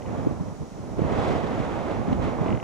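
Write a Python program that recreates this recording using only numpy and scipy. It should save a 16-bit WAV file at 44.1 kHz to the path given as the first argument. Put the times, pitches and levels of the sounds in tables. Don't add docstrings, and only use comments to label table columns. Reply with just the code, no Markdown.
import sys
import numpy as np
from scipy import signal
from scipy.fft import rfft, irfft
from scipy.io import wavfile

SR = 44100
rng = np.random.default_rng(int(sys.argv[2]) if len(sys.argv) > 2 else 0)


def inscribe(sig):
    pcm = np.round(np.clip(np.atleast_2d(sig).T, -1, 1) * 32767)
    wavfile.write(sys.argv[1], SR, pcm.astype(np.int16))


N = 115983


def undb(db):
    return 10 ** (np.asarray(db) / 20)


def unit(x):
    return x / np.sqrt(np.mean(x ** 2))


def pan(db):
    return undb(np.array([[db], [-db]]).reshape(2, -1) / 2)


def over_hz(table, column=1):
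    rows = np.array(table, float)
    hz = np.maximum(np.fft.rfftfreq(N, 1 / SR), 1)
    return np.interp(np.log(hz), np.log(rows[:, 0]), rows[:, column])


def colour(x, table):
    return unit(irfft(rfft(x) * undb(over_hz(table)), N))


def walk(rate_hz):
    hz = np.fft.rfftfreq(N, 1 / SR)
    weight = hz / rate_hz * np.exp(-hz / rate_hz)
    return unit(irfft(rfft(rng.standard_normal(N)) * weight, N))


# frequency in Hz, likeness 0-1, lag of the left in radians, left minus right in dB.
CAPSULES = [(35, 0.7, 5, -1), (86, 0.65, 6.5, -4.5), (148, 1, 2.0, -8), (265, 0.68, 1.15, -3),
            (417, 0.97, 1.0, -7.5), (840, 0.59, 0.64, -5.5), (1300, 0.32, -0.55, -4),
            (2300, 0.49, -1.2, -1), (4500, 0.5, -0.5, 0), (12000, 1, 1, 5)]


def turbulence(table, lag_rad, pan_db, likeness):
    shared, own_left, own_right = rfft(rng.standard_normal((3, N)))
    like = np.clip(likeness * over_hz(CAPSULES, column=1), 0, 1)
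    lag = over_hz(CAPSULES, column=2) + lag_rad
    left = np.sqrt(like) * shared * np.exp(-1j * lag) + np.sqrt(1 - like) * own_left
    right = np.sqrt(like) * shared + np.sqrt(1 - like) * own_right
    balance = pan(over_hz(CAPSULES, column=3) + pan_db)
    return colour(irfft(np.array([left, right]) * balance, N), table)


# time in seconds, level of the rush in dB, of the bass in dB, of the treble in dB.
GUST = [(0, -37.5, -46.5, -61), (.03, -43, -41, -60.5), (.09, -37, -37, -54), (.17, -34.5, -34.5, -52.5),
        (.3, -37.5, -33.5, -56), (.38, -41.5, -39.5, -61), (.49, -40.5, -38, -62), (.56, -46.5, -47.5, -61),
        (.62, -44.5, -36.5, -63), (.7, -48, -50.5, -62), (.8, -44, -39.5, -60.5),
        (.96, -41.5, -39.5, -59.5), (1.0, -34.5, -33.5, -52), (1.12, -29, -31, -44.5), (1.2, -27, -33, -42),
        (1.27, -28, -31.5, -41.5), (1.34, -27, -29.5, -42), (1.42, -31.5, -34.5, -45.5),
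        (1.6, -31.5, -33, -45.5), (1.82, -32, -36, -47), (1.92, -31, -34.5, -46), (2.05, -35, -33, -51.5),
        (2.11, -31.5, -26.5, -49.5), (2.132, -30.5, -33, -49), (2.155, -37.5, -31, -50),
        (2.195, -33, -30, -52.5), (2.225, -29.5, -30.5, -44), (2.28, -31, -33, -45.5),
        (2.37, -33.5, -37, -51.5), (2.47, -29, -31, -47), (2.535, -31.5, -29, -50), (2.6, -38.5, -43, -57),
        (2.63, -36, -41, -60)]
# frequency in Hz, density in dB per Hz.
RUMBLE_COLOUR = [(20, -46), (40, -5.5), (75, -4.5), (130, 3.5), (220, -1), (320, -4.5), (500, -16.5),
                 (1000, -50), (6000, -95)]
RUSH_COLOUR = [(120, -17), (220, -2), (330, -2), (520, -0.5), (800, -3.5), (1050, -8), (1500, -18),
               (2500, -34), (6000, -100), (14000, -90)]
HISS_COLOUR = [(600, -26), (1200, 3), (1600, -2.5), (2100, -0.5), (2700, -7.5), (3600, -12.5),
               (5000, -23.5), (7500, -31.5), (10000, -44.5), (12500, -50), (16000, -44)]
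FIZZ_COLOUR = [(1500, -28), (3200, 4.5), (5000, -4), (7500, -9.5), (10000, -18), (12500, -32), (16000, -36)]
# time in seconds, added left minus right in dB.
SWAY = [(0, -1), (.3, -1.5), (.7, 0), (1.03, -2), (1.3, -1), (1.65, -1.5), (1.95, -2), (2.12, -2),
        (2.3, -2), (2.55, -1.5)]
RUMBLE_TRIM_DB, RUSH_TRIM_DB, HISS_TRIM_DB = 5, 1, 3
FIZZ_DB, CREST_DB, FIZZ_GROWTH = -51, -42.5, 2.05


def wind(t):
    when, rush_db, bass_db, treble_db = np.array(GUST).T
    flutter = walk(19)

    def layer(noise, curve_db, flutter_db, rough_db, rough_hz):
        unrest = unit(undb(flutter_db * flutter + rough_db * walk(rough_hz)))
        return noise * unrest * undb(np.interp(t, when, curve_db))

    rumble = layer(turbulence(RUMBLE_COLOUR, lag_rad=0.27, pan_db=2.65, likeness=1.006),
                   bass_db + RUMBLE_TRIM_DB, flutter_db=1.16, rough_db=-0.2, rough_hz=50)
    rush = layer(turbulence(RUSH_COLOUR, lag_rad=-0.044, pan_db=2.86, likeness=1.0),
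                 rush_db + RUSH_TRIM_DB, flutter_db=0.46, rough_db=1.06, rough_hz=94)
    hiss = layer(turbulence(HISS_COLOUR, lag_rad=.05, pan_db=1.5, likeness=1.15),
                 treble_db + HISS_TRIM_DB, flutter_db=0.3, rough_db=0.94, rough_hz=150)
    fizz_db = FIZZ_DB + FIZZ_GROWTH * (treble_db - CREST_DB)
    fizz = layer(turbulence(FIZZ_COLOUR, lag_rad=.05, pan_db=-6.5, likeness=.95),
                 fizz_db, flutter_db=1.4, rough_db=-0.5, rough_hz=200)
    sway_db = np.interp(t, *np.array(SWAY).T)
    return (rumble + rush + hiss + fizz) * pan(sway_db)


# frequency in Hz, density in dB per Hz.
BUZZ_COLOUR = [(2500, -15), (4200, -5.5), (5600, 4.5), (6800, 0.5), (8500, -10), (10000, -6), (12000, -15),
               (16000, -37)]
# frequency in Hz, rms level in dB before the pan.
WHINE = [(5744, -78), (5954, -78), (6848, -74.5), (9561, -82), (11100, -91)]
HEAD_HZ, BUZZ_REPEAT_HZ = 300, 50
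BUZZ_DB, BUZZ_DEPTH, BUZZ_REPEAT_SHARE = -64, 0.66, 0.62
DRIVE_PAN_DB = -9


def tape_drive(t):
    pattern = rng.standard_normal((3, int(SR / BUZZ_REPEAT_HZ)))
    repeating = pattern[:, np.arange(N) % pattern.shape[1]]
    fresh = rng.standard_normal((3, N))
    scrape = np.sqrt(BUZZ_REPEAT_SHARE) * repeating + np.sqrt(1 - BUZZ_REPEAT_SHARE) * fresh
    tick = np.exp(-(t * HEAD_HZ % 1) / 0.086)
    contact = 1 - BUZZ_DEPTH * (1 - tick)
    buzz = undb(BUZZ_DB) * colour((scrape[:2] + scrape[2]) * contact, BUZZ_COLOUR)
    whine = np.zeros(N)
    for hz, db in WHINE:
        phase_wander = 0.32 * walk(3.7)
        whine += np.sqrt(2) * undb(db) * np.sin(2 * np.pi * hz * t + phase_wander)
    return (buzz + whine) * pan(DRIVE_PAN_DB)


# frequency in Hz, relative density in dB per Hz, likeness of the channels 0-1.
AIR = [(40, 2, 1), (305, -9, 0.84), (800, 4, 0.3), (1500, -29, 0.4), (2200, -18, 0.45), (4000, -15.5, 0),
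       (7700, -19.5, 0.2), (12000, -35, 0.1), (16000, -35, .4)]
AIR_DB = -53


def air():
    noise = rfft(rng.standard_normal((3, N)))
    like = np.clip(over_hz(AIR, column=2), 0, 1)
    stereo = np.sqrt(1 - like) * noise[:2] + np.sqrt(like) * noise[2]
    return undb(AIR_DB) * colour(irfft(stereo, N), AIR)


# start in seconds, level in dB that its rings are set against.
CLICKS = [(.0215, -35.5), (.0615, -36.5), (2.4605, -33.5), (2.4825, -28.5), (2.5045, -28.5), (2.527, -27.5),
          (2.5497, -31.5), (2.5738, -32), (2.6003, -30), (2.6285, -30)]
# starting pitch in Hz before detuning, rise in Hz per second, relative level in dB, decay in seconds.
BIRD_MODES = [(2410, 0, 7, 0.00062), (2070, 0, -8.5, 0.0044), (2680, 90000, -9.5, .0024)]
CLICK_ATTACK_S, CLICK_LENGTH_S, CLICK_PAN_DB = 0.00097, .05, 3.5


def bird(t):
    out = np.zeros(N)
    detunes = 0.013 * rng.standard_normal((len(CLICKS), len(BIRD_MODES)))
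    for (when, db), click_detunes in zip(CLICKS, detunes):
        age = np.clip(t - when, 0, CLICK_LENGTH_S)
        onset = np.minimum(age / CLICK_ATTACK_S, 1) * (t - when < CLICK_LENGTH_S)
        for (hz, rise, mode_db, decay), detune in zip(BIRD_MODES, click_detunes):
            cycles = (hz * (1 + detune) + rise * age / 2) * age
            out += undb(db + mode_db) * onset * np.exp(-age / decay) * np.sin(2 * np.pi * cycles)
    return out * pan(CLICK_PAN_DB)


# centre in seconds, swing level in dB before the pan, pitch in Hz, left minus right in dB,
# lag of the left in radians, level of the puff of hiss in dB.
THUMPS = [(.2724, -7, 275, 1, 2.9, -52), (.312, -19, 240, -4, 2.2, -60),
          (.4115, -16.5, 170, -1.5, 2.2, -56), (.485, -22, 180, -3, 2.0, -55),
          (.526, -25, 180, -1, 2.1, -64), (.612, -26, 130, -1, 1.9, -64), (.805, -26, 130, 0, 2.0, -60),
          (.987, -16, 210, -3, 2.2, -58), (.9933, -14, 380, -8, 1.3, -48),
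          (1.0203, -14, 170, -10, 2.0, -46), (1.19, -17, 100, -4, 1.8, -42),
          (1.604, -18, 250, -6, 1.2, -43), (2.0853, -13, 260, 1, 2.1, -47),
          (2.1297, -10, 220, -3, 2.2, -38), (2.244, -17, 210, -2, 1.8, -52),
          (2.418, -14, 180, -3, 2.4, -52), (2.532, -16, 260, -6, 1.8, -52)]
# frequency in Hz, density in dB per Hz.
PUFF_COLOUR = [(200, -3), (700, 11.5), (1500, -2), (3000, 0), (4800, -12.5), (7000, -22), (12000, -40),
               (16000, -48)]
THUMP_CYCLES, PUFF_S = .6, 0.0085


def thumps(t):
    out = np.zeros((2, N))
    hiss = turbulence(PUFF_COLOUR, lag_rad=0, pan_db=1, likeness=1)
    for when, db, hz, pan_db, lag, puff_db in THUMPS:
        cycles = (t - when) * hz
        swing = np.cos(2 * np.pi * cycles - np.array([[lag], [0]]))
        envelope = 1 / (1 + (cycles / THUMP_CYCLES) ** 2 / 2) ** 2
        out += undb(db) * pan(pan_db) * swing * envelope
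        out += undb(puff_db) * hiss * np.exp(-((t - when) / PUFF_S) ** 2)
    return out


def scene():
    t = np.arange(N) / SR
    return wind(t) + tape_drive(t) + air() + bird(t) + thumps(t)


def record(dry):
    low_pass = signal.ellip(10, .1, 80, 15650, fs=SR, output="sos")
    return signal.sosfilt(low_pass, dry)


dry = scene()
out = record(dry)
inscribe(out)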